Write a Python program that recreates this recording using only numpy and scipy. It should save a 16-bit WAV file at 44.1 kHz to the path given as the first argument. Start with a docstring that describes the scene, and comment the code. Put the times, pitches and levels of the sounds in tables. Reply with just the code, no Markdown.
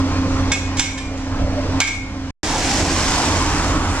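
"""Road barrier at a ferry ramp

A ferry idles and its steel ramp groans while a road barrier swings upright. The barrier's hanging
leg clanks against the hollow boom, and the camera's gain control turns the engine down after each
clank. After a moment of silence a car passes close by, its tyres hissing with spray on the wet road."""
import sys
import numpy as np
from scipy import signal
from scipy.fft import rfft, irfft
from scipy.io import wavfile
from scipy.ndimage import uniform_filter1d, map_coordinates

SR = 44100
rng = np.random.default_rng(int(sys.argv[2]) if len(sys.argv) > 2 else 0)


def persist_wave(psi):
    """Save psi, clipped to +-1, as 16-bit WAV."""
    counts = np.round(np.clip(psi, -1, 1) * 32767).astype(np.int16)
    wavfile.write(sys.argv[1], SR, np.atleast_2d(counts).T)


N = 176400
TIME = np.arange(N) / SR
PAUSE_START_S, PAUSE_END_S = 2.308, 2.4315  # the silence before the car
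SIDES = np.array([[.5], [-.5]])  # splits a left-minus-right difference between the two channels


def barrier():
    """The leg hits the hollow boom: each blow cracks, sizzles and sets the metal parts ringing."""
    # blows of the leg (time [s], level [dB], boom ring [dB], leg ring [dB], latch ring [dB],
    # treble tilt [dB per octave], ring time multiplier [ratio], rise time [s])
    clanks = [(0.5166, -4, -8.5, -0.5, -22, -2, 0.48, 0.0046), (.528, -9, -11, 0.5, -7.5, 4, 0.34, 0.0029),
              (0.767, -14, -17, -11.5, -13, 1, .7, 0.0044), (.782, -14.5, -12, -5, -21, -1, 0.75, 0.0035),
              (.7940, 3.5, -10.5, -6, -19.5, -0.5, 0.63, 0.0034), (.840, -13, 5, -14, -15, -5, 0.85, .006),
              (.975, -10, -22, -15.5, 1, -2, 0.48, 0.0064),
              (1.173, -24.5, -25.5, -14, -10, -1.5, 0.86, .002),
              (1.8020, 4, 3, -8.5, -21, -3.5, 0.6, 0.0024), (1.868, -4.5, -2, -3.5, -7, 0, 0.67, 0.011)]
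    # the notes each part rings at (pitch [Hz], level [dB], time to fade 60 dB before the multiplier [s])
    boom_notes = [(1590, -5, 0.44), (2030, -11.5, 0.42), (2150, -6, 0.88), (2200, 4, 0.58), (2289, 0, 0.58),
                  (2420, -10, 0.65), (3120, -18, .5), (4463, -13.5, .55), (5735, -14.5, 0.53),
                  (6630, -11.5, 0.76), (8600, -17.5, .3), (10980, -24.5, 0.25), (12100, -22, 0.32)]
    leg_notes = [(1616, 0.5, 0.16), (2197, 6, 0.23), (2497, -4, 0.94), (2670, -14.5, 0.6), (3504, 2, 0.22),
                 (5706, 4, 0.22), (5730, 0, .2), (6837, 0, .17), (7140, 0.5, 0.22), (7650, -4.5, 0.14)]
    latch_notes = [(1755, 1.5, 0.24), (2400, -5.5, 1), (3080, -5, .25), (3800, -3.5, .2),
                   (7600, -4.5, 0.17)]
    # tone colour of the crack and of the jangle, a crowd of weaker notes (frequency [Hz], level [dB])
    jangle_colour = [(300, -38), (800, -1), (1200, -6), (2300, -2), (3400, 5.5), (4000, 3.5), (5000, 1.5),
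                     (5800, 4.5), (7200, 5), (9000, -13), (10500, -23.5), (13800, -29), (16000, -53)]
    jangle_fade_s, sizzle_fade_s, crack_s, boom_build_s = 0.39, .16, .011, 0.0078
    t, out = TIME[:SR * 2 // 3], np.zeros((2, N))
    hz = np.fft.rfftfreq(len(t), 1 / SR)
    rings_here = rng.random(len(hz)) < .035  # every blow shares these jangle pitches
    for start_s, db, boom_db, leg_db, latch_db, tilt_db, hold, rise_s in clanks:
        shape = amp(read(jangle_colour, hz) + tilt_db * np.log2((hz + 200) / 4000))
        notes = rings_here * amp(3.5 * np.clip(rng.standard_normal(len(hz)), -2, 2))
        top_notes = notes / (1 + (10500 / (hz + 1)) ** 8)  # mostly above 10500 Hz
        jangle, sizzle, crack = (unit(irfft(shape * part * np.exp(1j * stereo_phases(hz)), len(t)))
                                 for part in (notes, top_notes, 1))
        boom = amp(boom_db) * (1 - np.exp(-t / boom_build_s)) * ring(boom_notes, t, hold)
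        leg = amp(leg_db) * ring(leg_notes, t, hold)
        latch = amp(latch_db) * ring(latch_notes, t, hold)
        fall_db = -60 * t / hold
        clank = (amp(-11.5) * (boom + leg + latch)
                 + amp(-9.5 + fall_db / jangle_fade_s) * jangle
                 + amp(-8.5) * np.exp(-t / crack_s) * crack
                 + amp(-23 + fall_db / sizzle_fade_s) * sizzle)
        add(out, start_s, amp(db) * np.minimum(t / rise_s, 1) * clank)
    return out * amp(-1.5 * SIDES)  # a little louder on the right


def ring(notes, t, hold):
    """Struck metal rings as fading sine waves; loose parts jostle their strength and phase."""
    jostle_s, jostle_db, jostle_rad = .011, 3, .5
    fall_db, knots = -60 * t / hold, np.arange(0, t[-1], jostle_s)
    jostle = lambda: np.interp(t, knots, rng.standard_normal(len(knots)))
    return sum(amp(db + fall_db / fade_s + jostle_db * jostle())
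               * np.sin(2 * np.pi * hz * t + jostle_rad * jostle() + stereo_phases(hz))
               for hz, db, fade_s in notes)


def car():
    """The engine rumbles and hums; the tyres roar, rising in pitch, and throw up mist and droplets."""
    # loudness as the car passes (time [s], engine [dB], tyre roar [dB], spray [dB])
    loudness = [(2.43, -21, -23.5, -19), (2.55, -23, -20, -21), (2.68, -23.5, -24, -20),
                (2.85, -20.5, -24, -21.5), (3.05, -24, -22.5, -19), (3.22, -22.5, -21, -19.5),
                (3.36, -19.5, -20.5, -20.5), (3.6, -22.5, -22, -25), (3.8, -19.5, -21, -31),
                (4.0, -24, -24, -29)]
    # tone colours of the car's three noises (frequency [Hz], level [dB])
    engine_colour = [(10, -38), (30, -15.5), (48, 8), (65, -7.5), (88, 0.5), (115, -10), (160, -3.5),
                     (220, -8), (300, 1), (380, -12), (600, -13.5), (2000, -71)]
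    tyre_colour = [(100, -10.5), (470, -7.5), (820, 0), (1050, 0.5), (1400, -6.5), (2000, -9.5),
                   (3200, -15.5), (6000, -17), (14000, -52)]
    spray_colour = [(400, -58), (1500, 3), (2500, 3), (4000, 0.5), (5600, 5.5), (7300, 1), (8500, -7.5),
                    (10000, -15), (12500, -16.5), (15500, -34)]
    # brief notes sung by the tyre tread (peak time [s], length [s], pitch [Hz], level [dB])
    tread_notes = [(2.74, 0.23, 796, -28.5), (3.03, 0.22, 1060, -29), (3.19, .14, 722, -27),
                   (3.42, 0.07, 1035, -22.5)]
    drops_per_s, splash_hz = 1500, 44.6
    drops = (rng.random((2, N)) < drops_per_s / SR) * rng.choice([-1, 1], (2, N))
    drops = drops * amp(7.5 * np.minimum(rng.exponential(1, (2, N)), 3))  # a few are much louder
    mist = wash(spray_colour, patchy_db=1)
    slow_only = 1 / (1 + (np.fft.rfftfreq(N, 1 / SR) / splash_hz) ** 2)
    splash_db = 0.5 * unit(irfft(rfft(rng.standard_normal(N)) * slow_only, N))
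    spray = unit((mist + 0.57 * unit(colour(drops, spray_colour))) * amp(splash_db))
    engine = wash(engine_colour, patchy_db=0.5) + amp(-5.5) * tone(88.2, rough=0.69, width_hz=18)
    tyres = wash(tyre_colour, patchy_db=1.5, octaves_per_s=0.34)
    tread = swells(tread_notes, rough=0.94, width_hz=72)
    sound = level(loudness, 1) * engine + level(loudness, 2) * tyres + level(loudness, 3) * spray
    return (sound + tread) * (TIME > PAUSE_END_S)


def ferry():
    """The idling engine's exhaust drones over the harbour noise; both are quieter after the pause."""
    # engine tones (pitch [Hz], level [dB], roughness [0 to 1], width [Hz])
    engine_tones = [(26.9, -30, 0.81, 4.1), (90.1, -25, 0.19, 4.8), (300.2, -33.5, 0.61, 23),
                    (537.5, -40, 0.78, 27), (1052, -39.5, .8, 22)]
    # the main drone swells and fades (time [s], level [dB])
    drone_loudness = [(0, -22.5), (.04, -18.5), (.13, -31.5), (.22, -17.5), (.33, -27.5), (.45, -21.5),
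                      (.55, -26), (.79, -24), (1.3, -24), (1.45, -23), (1.58, -18.5), (1.68, -34),
                      (1.77, -21), (1.91, -31), (2.0, -23), (2.11, -30), (2.17, -23.5), (2.3, -25)]
    # tone colour of the exhaust and harbour noise (frequency [Hz], level [dB])
    harbour_colour = [(10, -16), (25, -0.5), (60, 1.5), (130, -6), (220, -7), (310, -10), (400, -11.5),
                      (600, -13), (1050, -12.5), (1600, -17), (2300, -19), (3500, -23.5), (6000, -23),
                      (7500, -34), (10000, -48), (15000, -55)]
    tones = sum(amp(db) * tone(hz, rough, width_hz) for hz, db, rough, width_hz in engine_tones)
    drone = level(drone_loudness) * tone(266.8, rough=0.22, width_hz=32)
    harbour = amp(-23.5) * wash(harbour_colour, patchy_db=1.5)
    return (tones + drone + harbour) * amp(-9 * (TIME > PAUSE_END_S))


def ramp():
    """The ramp's steel plates rumble and give a few short, hollow groans."""
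    # groans of the steel (peak time [s], length [s], pitch [Hz], level [dB])
    groan_notes = [(1.41, 0.09, 513, -33), (1.468, 0.052, 578, -23), (1.588, 0.036, 589, -17),
                   (1.68, 0.16, 609, -28)]
    # loudness of the rumble (time [s], level [dB])
    rumble_loudness = [(1.1, -68.5), (1.33, -20.5), (1.48, -20.5), (1.62, -23), (1.8, -30.5), (1.95, -28.5),
                       (2.3, -50)]
    # tone colour of the rumble (frequency [Hz], level [dB])
    rumble_colour = [(15, 9), (70, 6), (140, 2), (350, -9), (600, -1), (1000, -12.5), (1500, -15.5),
                     (2500, -46), (8000, -59.5)]
    groans = swells(groan_notes, rough=.3, width_hz=50)
    return groans + level(rumble_loudness) * wash(rumble_colour, patchy_db=3.5)


def quay_echoes(sound):
    """Sound bounces off the hull and the quay and comes back as many scattered echoes."""
    t, first_echo_s, fade_s = TIME[:SR], .02, .45
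    echoes = rng.standard_normal((2, SR)) * (rng.random((2, SR)) < .04)
    echoes *= (t > first_echo_s) * amp(-60 * t / fade_s)
    return amp(-6) * signal.fftconvolve(sound, unit(echoes) / np.sqrt(SR), axes=1)[:, :N]


def wash(points, patchy_db, octaves_per_s=0):
    """Wide stereo noise with drifting louder patches; its colour can slide in pitch after the pause."""
    # how alike left and right are (frequency [Hz], likeness [0 to 1])
    likeness = [(100, 1), (900, 0.95), (1500, 0.9), (3000, 0.52), (5500, 0.54), (12000, 0.2)]
    frame, hop = 2048, 512
    hz, t = np.fft.rfftfreq(frame, 1 / SR), np.arange(N // hop + 5)[:, None] * hop / SR
    a, b, c, d, patches = rng.standard_normal((5, len(t), len(hz)))
    patches = unit(uniform_filter1d(uniform_filter1d(patches, size=7, axis=0), size=9, axis=1))
    same = np.clip(read(likeness, hz), -1, 1)
    left = a + 1j * b
    right = same * left + np.sqrt(1 - same ** 2) * (c + 1j * d)
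    slide_s = np.maximum(t, PAUSE_END_S) - np.mean([PAUSE_END_S, N / SR])
    shape_db = read(points, hz / 2 ** (octaves_per_s * slide_s)) + patchy_db * patches
    spectra = np.array([left, right]) * amp(shape_db)
    return unit(signal.istft(spectra.transpose(0, 2, 1), nperseg=frame, noverlap=frame - hop)[1][:, :N])


def tone(hz, rough, width_hz):
    """A wavering tone: rough (0 to 1) sets how much it wavers, width_hz how fast."""
    offsets = np.fft.fftfreq(N, 1 / SR)
    waver = unit(np.fft.ifft(np.exp(2j * np.pi * rng.random(N)) / (1 + (2 * offsets / width_hz) ** 4)))
    steady = np.exp(2j * np.pi * (hz * TIME + rng.random()))
    return unit(((np.sqrt(1 - rough ** 2) + rough * waver) * steady).real)


def swells(notes, rough, width_hz):
    """Short wavering tones that swell and fade."""
    return sum(amp(db) * np.exp(-8 * ((TIME - peak_s) / length_s) ** 2) * tone(hz, rough, width_hz)
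               for peak_s, length_s, hz, db in notes)


def stereo_phases(hz):
    """Random starting points for the left and right waves: alike in the bass, apart in the treble."""
    apart = rng.standard_normal(np.shape(hz)) * hz / 7200
    return 2 * np.pi * rng.random(np.shape(hz)) + SIDES * apart


def place(sound, left_lead_s):
    """Gives a sound a direction: it reaches the nearer side of the microphone first."""
    return np.array([map_coordinates(channel, [(TIME + side * left_lead_s) * SR], order=3)
                     for channel, side in zip(sound, (.5, -.5))])


def amp(db):
    """Turns decibels into a multiplier."""
    return 10 ** (np.asarray(db) / 20)


def unit(x):
    """Scales a signal to an average (rms) strength of 1."""
    return x / np.sqrt(np.mean(abs(x) ** 2) + 1e-20)


def read(points, hz):
    """Looks up frequencies in a table, with every octave equally wide."""
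    known_hz, values = np.transpose(points)
    return np.interp(np.log(hz + 1), np.log(known_hz + 1), values)


def level(points, column=1):
    """Turns one decibel column of a table into a multiplier over time."""
    rows = np.array(points)
    return amp(np.interp(TIME, rows[:, 0], rows[:, column]))


def add(mix, start_s, sound):
    """Mixes a stereo sound in at its start time."""
    part = mix[:, max(round(start_s * SR), 0):][:, :sound.shape[1]]
    part += sound[:, :part.shape[1]]


def colour(sound, points):
    """Turns each frequency up or down as a table says."""
    size = sound.shape[-1]
    return irfft(rfft(sound) * amp(read(points, np.fft.rfftfreq(size, 1 / SR))), size)


def scene():
    """Ferry and ramp on the left, the barrier on the right, and the car crossing from right to left."""
    clanks = place(barrier(), left_lead_s=-45e-6)
    ferry_and_ramp = place(ferry() + ramp(), left_lead_s=93e-6)
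    straight_ahead_s, crossing_s = 2.7, 0.72
    car_angle = np.arctan((TIME - straight_ahead_s) / crossing_s)
    return ferry_and_ramp + clanks + quay_echoes(clanks) + place(car(), 95e-6 * np.sin(car_angle))


def record(dry):
    """The camera's gain control turns loud moments down fast and recovers slowly; the pause is muted."""
    # the microphone's balance (frequency [Hz], left minus right [dB])
    balance = [(60, -2), (250, -1.5), (1300, -1.5), (2800, -0.5), (4600, 2), (6200, -2.5), (8200, -12.5),
               (14000, -5.5)]
    # the camera lifts the bass and dulls the highest treble (frequency [Hz], gain [dB])
    camera_colour = [(20, 4), (10500, 0.5), (13500, -10.5), (16000, -7)]
    threshold_db, squeeze, grab_s, recover_db_per_s = -18.5, 0.94, 0.0069, 14.5
    low_cut_hz, high_cut_hz = 6.8, 15800
    sound = irfft(rfft(dry) * amp(read(balance, np.fft.rfftfreq(N, 1 / SR)) * SIDES), N)
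    step = 1 / (grab_s * SR)
    power = signal.lfilter([step], [1, step - 1], (sound ** 2).mean(0))
    over_db = np.maximum(10 * np.log10(power + 1e-12) - threshold_db, 0)
    recovery_db = recover_db_per_s * TIME
    held_db = uniform_filter1d(np.maximum.accumulate(over_db + recovery_db) - recovery_db, size=110)
    sound = np.clip(sound * amp(-squeeze * held_db), -.95, .95)  # peaks that slip through overload
    outside_pause = (TIME < PAUSE_START_S) | (TIME > PAUSE_END_S)
    sound = colour(sound, camera_colour) * uniform_filter1d(1. * outside_pause, size=30)
    sound = signal.lfilter(*signal.butter(2, low_cut_hz, "high", fs=SR), sound)
    high_cut = signal.firwin(511, high_cut_hz, window=("kaiser", 9), fs=SR)
    return signal.oaconvolve(sound, high_cut[None], "same")


dry = scene()
out = record(dry)
persist_wave(out)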